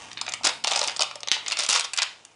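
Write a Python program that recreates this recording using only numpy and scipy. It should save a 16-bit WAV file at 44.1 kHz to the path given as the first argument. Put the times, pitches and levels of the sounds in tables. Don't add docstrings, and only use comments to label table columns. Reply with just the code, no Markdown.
import sys
import numpy as np
from scipy import signal
from scipy.fft import rfft, irfft, next_fast_len
from scipy.io import wavfile
from scipy.ndimage import map_coordinates

SR = 44100
rng = np.random.default_rng(int(sys.argv[2]) if len(sys.argv) > 2 else 0)


def dump(signal):
    limited = np.clip(np.atleast_2d(signal).T, -1, 1)
    pcm = np.round(limited * 32767).astype(np.int16)
    wavfile.write(sys.argv[1], SR, pcm)


N = 103635
SIZE = 2048
T = np.arange(SIZE) / SR
TIME = np.arange(N) / SR


def amp(db):
    return 10 ** (np.asarray(db) / 20)


def unit(x):
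    return x / np.sqrt(np.mean(x ** 2) + 1e-20)


def blow(x):
    return x * np.sqrt(.004 * SR / np.sum(x ** 2))


def along(points, hz):
    point_hz, values = np.transpose(points)
    return np.interp(np.log(hz + 1), np.log(point_hz + 1), values)


def coloured(x, db_of_hz):
    m = 2 * next_fast_len(len(x) // 2 + SIZE)
    log_gain = np.log(amp(db_of_hz(np.fft.rfftfreq(m, 1 / SR))))
    cepstrum = irfft(log_gain, m)
    cepstrum[1:m // 2] *= 2
    cepstrum[m // 2 + 1:] = 0
    response = np.exp(rfft(cepstrum))
    return irfft(rfft(x, m) * response, m)[:len(x)]


def add(track, s, x):
    part = track[round(s * SR):][:len(x)]
    part += x[:len(part)]


def level(points):
    return amp(np.interp(TIME, *np.transpose(points), left=-120, right=-120))


def burst(hold_s, t60_s):
    return rng.standard_normal(SIZE) * amp(-60 * np.maximum(T - hold_s, 0) / t60_s)


def grains(rate, spread_db):
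    struck = rng.random(N) < rate / SR
    sign = np.sign(rng.normal(size=N))
    size = amp(spread_db * np.clip(rng.normal(size=N), -2, 2))
    return struck * sign * size


# pitch_hz [Hz], t60_s [s]
TAIL_T60 = [(200, 0.39), (600, 0.33), (3600, 0.35), (10000, 0.38)]
# [dB, relative]
TAIL_COLOUR = [(30, -23.5), (200, 1.5), (900, 9), (3300, 8.5), (6000, -3.5), (10000, -0.5)]
# [dB re direct, before wet_db]
EARLY_ECHOES = [(.0066, -16), (0.0173, -33.5)]
TAIL_DB, TAIL_BUILD_S = -9, 0.0015


def in_room(x, wet_db=0):
    hz, t, noise = signal.stft(rng.standard_normal(SR // 2), SR, nperseg=256)
    tail_db = along(TAIL_COLOUR, hz)[:, None] - 60 * t / along(TAIL_T60, hz)[:, None]
    tail = signal.istft(noise * amp(tail_db), SR, nperseg=256)[1]
    tail = tail * (1 - np.exp(-np.arange(len(tail)) / SR / TAIL_BUILD_S))
    answer = amp(TAIL_DB + wet_db) * tail / np.linalg.norm(tail)
    answer[0] += 1
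    for delay_s, db in EARLY_ECHOES:
        add(answer, delay_s * rng.uniform(0.83, 1.08), amp([db + wet_db]))
    return signal.fftconvolve(x, answer)


RING_FLOOR_HZ = 234


def ring(modes, scatter_db, ratio=1):
    motion = np.zeros(SIZE)
    for k, (hz, db, t60) in enumerate(modes):
        decay = amp(db + scatter_db * rng.normal() - 60 * T / t60)
        mode_hz = ratio * hz * (1 + 0.024 * rng.normal())
        motion += (-1) ** k * decay * np.sin(2 * np.pi * mode_hz * T)
    return blow(signal.lfilter(*signal.butter(2, RING_FLOOR_HZ, "high", fs=SR), motion))


# pitch_hz [Hz], level_db [dB, relative], t60_s [s]
SHELL_MODES = [(251, -23, 0.028), (448, -6.5, 0.02), (584, -4, 0.033), (758, -2, 0.023), (900, -1.5, 0.036),
               (997, 0.5, 0.017), (1218, 2.5, 0.018), (1363, -4, 0.034)]
# time_s [s], pitch_ratio [1]
OPENING_PITCH = [(1.65, 0.991), (2.0, 1.403)]


def shell(s):
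    return ring(SHELL_MODES, scatter_db=2.5, ratio=np.interp(s, *np.transpose(OPENING_PITCH)))


# [dB, relative]
FRACTURE_COLOUR = [(300, -31), (700, -12.5), (1200, -4.5), (1600, -5.5), (2400, 1.5), (3500, 0.5),
                   (5000, 3), (7000, 0.5), (10000, -8.5)]
# pitch_hz [Hz], share [dB per dB of brightness]
BRIGHTNESS_SHARE = [(2000, -0.53), (4000, -0.36), (6500, 0.35), (10000, 0.93)]
# pitch_hz [Hz], width_hz [Hz], boost_db [dB]
WALL_BENDING = [(2430, 130, 0.5), (3000, 310, 0.5), (3607, 170, 5.5), (4730, 130, 4.5), (5400, 340, 2)]
PATCH_OCTAVES = 0.21


def plastic(x, bright_db, patch_db=0, place=0):
    patch_hz = 2200 * 2 ** (1.844 * place)

    def wall_db(hz):
        tilt = along(FRACTURE_COLOUR, hz) + bright_db * along(BRIGHTNESS_SHARE, hz)
        patch = patch_db / (1 + (np.log2((hz + 1) / patch_hz) / PATCH_OCTAVES) ** 2)
        bending = sum(db / (1 + (2 * (hz - c) / w) ** 2) for c, w, db in WALL_BENDING)
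        return tilt + patch + bending

    return coloured(x, wall_db)


# [dB, relative]
HISS_COLOUR = [(25, -1), (100, 5), (450, 15), (1200, 5.5), (10000, -3.5)]
# pitch_hz [Hz], level_db [dB re the hum envelope]
HUM_TONES = [(107.7, -0.5), (161.5, -4)]
# time_s [s], level_db [dB]
HUM_FADE = [(.40, -64.5), (1.5, -70), (1.9, -75)]


def background():
    hum = np.zeros(N)
    for hz, db in HUM_TONES:
        hum += amp(db) * np.sqrt(2) * np.sin(2 * np.pi * (hz * TIME + rng.random()))
    hiss = unit(coloured(rng.standard_normal(N), lambda hz: along(HISS_COLOUR, hz)))
    return amp(np.interp(TIME, *np.transpose(HUM_FADE))) * hum + amp(-62) * hiss


# [dB, before RUB_DB]
RUB_LEVEL = [(0, -33), (.06, -35.5), (.09, -36.5), (.14, -43.5), (.38, -54), (.43, -51), (.6, -60),
             (.95, -38.5), (1.12, -61), (1.22, -67), (1.44, -38.5), (1.9, -61), (2.12, -46.5),
             (2.35, -52.5)]
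# [dB, relative]
RUB_SPECTRUM = [(25, -36), (70, -7.5), (140, -10), (250, 0), (420, -1.5), (850, 4.5), (1200, 2), (1500, -3),
                (2200, -1), (2900, 2.5), (4200, -6.5), (6300, -2.5), (10000, -13.5)]
# time_s [s], level_db [dB]
GRIP_RUMBLE = [(0, -59), (.45, -57.5), (.62, -61.5), (1.7, -76), (2.0, -89)]
RUB_DB = -9.5


def fingers():
    rub = unit(coloured(grains(rate=1500, spread_db=3.0), lambda hz: along(RUB_SPECTRUM, hz)))
    rumble_colour = [(30, -20.0), (70, 1), (110, -3.5), (260, 5.5), (600, -19.5)]  # pitch_hz, level_db
    rumble = unit(coloured(rng.standard_normal(N), lambda hz: along(rumble_colour, hz)))
    return in_room(amp(RUB_DB) * level(RUB_LEVEL) * rub)[:N] + level(GRIP_RUMBLE) * rumble


# start_s [s], level_db [dB]
THUMP_EVENTS = [(0.444, -31), (.468, -33.5), (0.764, -43), (0.875, -47), (1.3155, -35.5), (1.511, -52),
                (1.589, -43.5), (1.689, -39.5)]
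# [dB, relative]
THUMP_SPECTRUM = [(25, -12.5), (100, -13), (250, 3), (450, -3), (1500, -18)]


def thumps():
    out = np.zeros(N)
    for s, db in THUMP_EVENTS:
        jerk = burst(hold_s=0.0021, t60_s=0.023)
        thump = blow(coloured(jerk, lambda hz: along(THUMP_SPECTRUM, hz)))
        add(out, s, in_room(amp(db) * thump))
    return out


# [Hz, centre of the emphasis]
KNOCK_EVENTS = [(.214, -33.5, 820), (.2795, -32.5, 850), (.409, -38, 845), (.449, -27.5, 817),
                (.471, -26, 980), (.645, -26, 793), (.673, -27.5, 670), (.7125, -26, 820), (.719, -26, 820),
                (.734, -31, 1250), (.7595, -25.5, 720), (.776, -29, 800), (.8145, -24, 585),
                (.8295, -26, 870), (.877, -39, 430), (.994, -25.5, 860), (1.007, -26.5, 642),
                (1.0315, -32.5, 1230), (1.112, -36, 1280), (1.156, -35.5, 624), (1.364, -32, 920),
                (1.759, -25.5, 1096), (1.987, -32.5, 990)]
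KNOCK_OCTAVES, KNOCK_EMPHASIS_DB = 0.4, 14


def knocks():
    out = np.zeros(N)
    for s, db, pitch_hz in KNOCK_EVENTS:
        modes = []
        for hz, mode_db, t60 in SHELL_MODES:
            octaves = np.log2(hz / pitch_hz)
            emphasis_db = KNOCK_EMPHASIS_DB / (1 + (octaves / KNOCK_OCTAVES) ** 2)
            modes.append((hz, mode_db + emphasis_db, t60))
        add(out, s, in_room(amp(db) * ring(modes, scatter_db=1.5)))
    return out


def rim_edge():
    return amp(-5) * blow(plastic(burst(hold_s=0.00023, t60_s=0.019), bright_db=-2))


# pitch_hz [Hz], level_db [dB, relative], t60_s [s]
RIM_MODES = [(2070, -6, 0.0083), (2940, -2, 0.009), (3550, 3, 0.0045), (4060, -2.5, 0.011),
             (4650, -2.5, .007), (6160, -1, 0.0067)]
# start_s [s], level_db [dB], thud_db [dB re the snap]
SNAP_EVENTS = [(1.2322, -30.5, -8), (1.2742, -29.5, -6), (1.2851, -23, -29), (1.303, -58, -16),
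               (1.3156, -12.5, -19), (1.322, -22, -29)]
RIM_SCATTER_DB = 0.5


def snaps():
    out = np.zeros(N)
    for s, db, thud_db in SNAP_EVENTS:
        snap = ring(RIM_MODES, RIM_SCATTER_DB) + rim_edge() + amp(thud_db) * shell(s)
        add(out, s, in_room(amp(db) * snap, wet_db=-2))
    return out


GRAINS_PER_S, GRAIN_SPREAD_DB = 3200, 4
RATTLE_S, RATTLE_DB = 1.322, -20
RATTLE_RISE_S, RATTLE_T60_S = .007, 0.17


def rattle():
    age = np.maximum(TIME - RATTLE_S, 0)
    contacts = grains(GRAINS_PER_S, GRAIN_SPREAD_DB)
    ringing = unit(signal.fftconvolve(contacts, ring(RIM_MODES, RIM_SCATTER_DB))[:N])
    scrape = unit(plastic(grains(GRAINS_PER_S, GRAIN_SPREAD_DB), bright_db=-5))
    chatter = unit(scrape + ringing)
    envelope = (1 - np.exp(-age / RATTLE_RISE_S)) * amp(RATTLE_DB - 60 * age / RATTLE_T60_S)
    return in_room(chatter * envelope, wet_db=2.5)[:N]


STICK_HZ, STICK_DB = 220, 6


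def slips(rate):
    stick = np.tanh(map_coordinates(rng.standard_normal(SIZE), [np.arange(N) * STICK_HZ / SR]))
    return grains(rate, GRAIN_SPREAD_DB) * amp(STICK_DB * stick)


# [dB, before RIP_DB]
RIP_ENVELOPES = [
    [(.443, -25.5), (.466, -24), (.472, -16), (.477, -30.5), (.495, -26.5), (.51, -50)],
    [(.636, -56), (.685, -35), (.72, -32), (.78, -33), (.84, -35), (.93, -40.5)],
    [(1.47, -55), (1.485, -31), (1.505, -52), (1.53, -24.5), (1.555, -65), (1.58, -37), (1.596, -24),
     (1.625, -29.5), (1.652, -30), (1.66, -52)],
    [(1.686, -32), (1.692, -21.5), (1.748, -23), (1.762, -19.5), (1.785, -27), (1.81, -31), (1.83, -62),
     (1.848, -25), (1.875, -61)],
    [(1.97, -38), (1.99, -22), (2.01, -56), (2.024, -22.5), (2.06, -54)],
]
# [dB, added to RIP_KNOCK_DB]
RIP_TONES = [(-3.5, 3.5), (-2, 5), (-1, -3.5), (-0.5, -0.5), (-10, -0.5)]
RIP_DB, RIP_KNOCK_DB, RIP_PATCH_DB = -1, -12, 6.5


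def rips(count=6):
    out = np.zeros(N)
    for points, (bright_db, knock_db) in zip(RIP_ENVELOPES, RIP_TONES):
        strands = [slips(GRAINS_PER_S / count) for _ in range(count)]
        tear = np.zeros(N)
        for k, strand in enumerate(strands):
            place = (k + rng.random()) / count
            tear += unit(plastic(strand, bright_db, RIP_PATCH_DB, place))
        mean_s = np.mean(points, axis=0)[0]
        body = unit(signal.fftconvolve(sum(strands), shell(mean_s))[:N])
        out += level(points) * (unit(tear) + amp(RIP_KNOCK_DB + knock_db) * body)
    return in_room(amp(RIP_DB) * out)[:N]


# start_s [s], level_db [dB, before CRACK_DB], brightness_db [dB]
CRACK_EVENTS = [(0.1144, -36, -10), (0.1301, -37, 1.5), (0.172, -30, -24), (0.1783, -35, -10),
                (0.1889, -34.5, -39), (0.213, -22, 2), (0.2646, -31, -15), (0.2792, -26.5, -30),
                (0.2875, -30.5, -1.5), (0.293, -31.5, 3), (0.321, -29, -1), (0.3367, -22, 3.5),
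                (0.344, -35, 16), (0.434, -30.5, -2), (0.445, -21, 6), (0.449, -18, -2.5), (0.4526, -19, 8),
                (0.461, -20, 1), (0.4684, -18.5, -5.5), (0.4714, -15.5, 11), (0.6394, -25.5, 1),
                (0.6441, -19, -2), (0.6595, -42, -2), (0.6712, -19.5, -3), (0.6773, -21, -0.5),
                (0.6854, -27, -7), (0.7106, -23.5, 4), (0.7152, -20, -4), (0.7205, -25.5, -2),
                (0.7335, -23, -6), (0.7495, -26, -10), (0.7590, -18, 2), (0.7628, -22.5, 1),
                (0.7741, -22.5, 1), (0.7916, -19.5, 3), (0.8136, -19, 0.5), (0.8287, -28, -3.5),
                (0.8384, -24.5, 4), (0.8439, -25.5, -8), (0.8743, -22, 10), (0.8814, -22.5, -9),
                (0.8951, -27, -18), (0.9631, -27.5, -0.5), (0.968, -31, 10), (0.9933, -21, -3.5),
                (1.0061, -19, 4), (1.013, -20, -2.5), (1.0204, -15.5, -5.5), (1.0314, -22.5, 5),
                (1.1111, -35, -6), (1.1554, -32, 2), (1.2046, -38, 1.5), (1.4618, -29, -8),
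                (1.468, -32.5, -21), (1.4808, -22, 4), (1.5001, -30, 1), (1.5106, -25.5, -7.5),
                (1.5193, -20, 3.5), (1.5261, -24, -7), (1.57, -24, -7), (1.5885, -18.5, 12),
                (1.5962, -24.5, -0.5), (1.622, -28, -4), (1.6348, -23, 4.5), (1.663, -26, -1),
                (1.6889, -15, 8.5), (1.6974, -19, 11), (1.7062, -20, 4), (1.7257, -21, 5), (1.73, -18, 6.5),
                (1.7585, -20, -7.5), (1.795, -18.5, 6.5), (1.8078, -23.5, 3), (1.934, -23.5, 5.5),
                (1.9379, -27, 6.5), (1.9634, -32, 3), (1.9742, -21, 6.5), (1.9862, -20, -1),
                (1.9983, -27, -25), (2.0192, -18, -4), (2.0239, -23, -6), (2.0296, -21, 2),
                (2.2499, -36, 12)]
CRACK_DB, CRACK_KNOCK_DB, CRACK_PATCH_DB = 0.5, -16.5, 5.5
CRACK_RISE_S, CRACK_HOLD_S, CRACK_T60_S = 0.00037, 0.0025, .009


def cracks():
    out = np.zeros(N)
    for s, db, bright_db in CRACK_EVENTS:
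        fracture = burst(CRACK_HOLD_S, CRACK_T60_S) * (1 - np.exp(-T / CRACK_RISE_S))
        crack = blow(plastic(fracture, bright_db, CRACK_PATCH_DB, place=rng.random()))
        both = crack + amp(CRACK_KNOCK_DB) * shell(s)
        add(out, s, in_room(amp(db + CRACK_DB) * both))
    return out


def scene():
    return (cracks() + knocks() + snaps() + rattle() + thumps() + rips() + fingers() + background())[None]


CLIP_TOP, TOP_HZ = .95, 10020


def record(dry):
    soft = dry / (1 + (dry / CLIP_TOP) ** 4) ** .25
    m = next_fast_len(N + SIZE)
    hz = np.fft.rfftfreq(m, 1 / SR)
    return irfft(rfft(soft, m) / np.sqrt(1 + (hz / TOP_HZ) ** 190), m)[:, :N]


dry = scene()
out = record(dry)
dump(out)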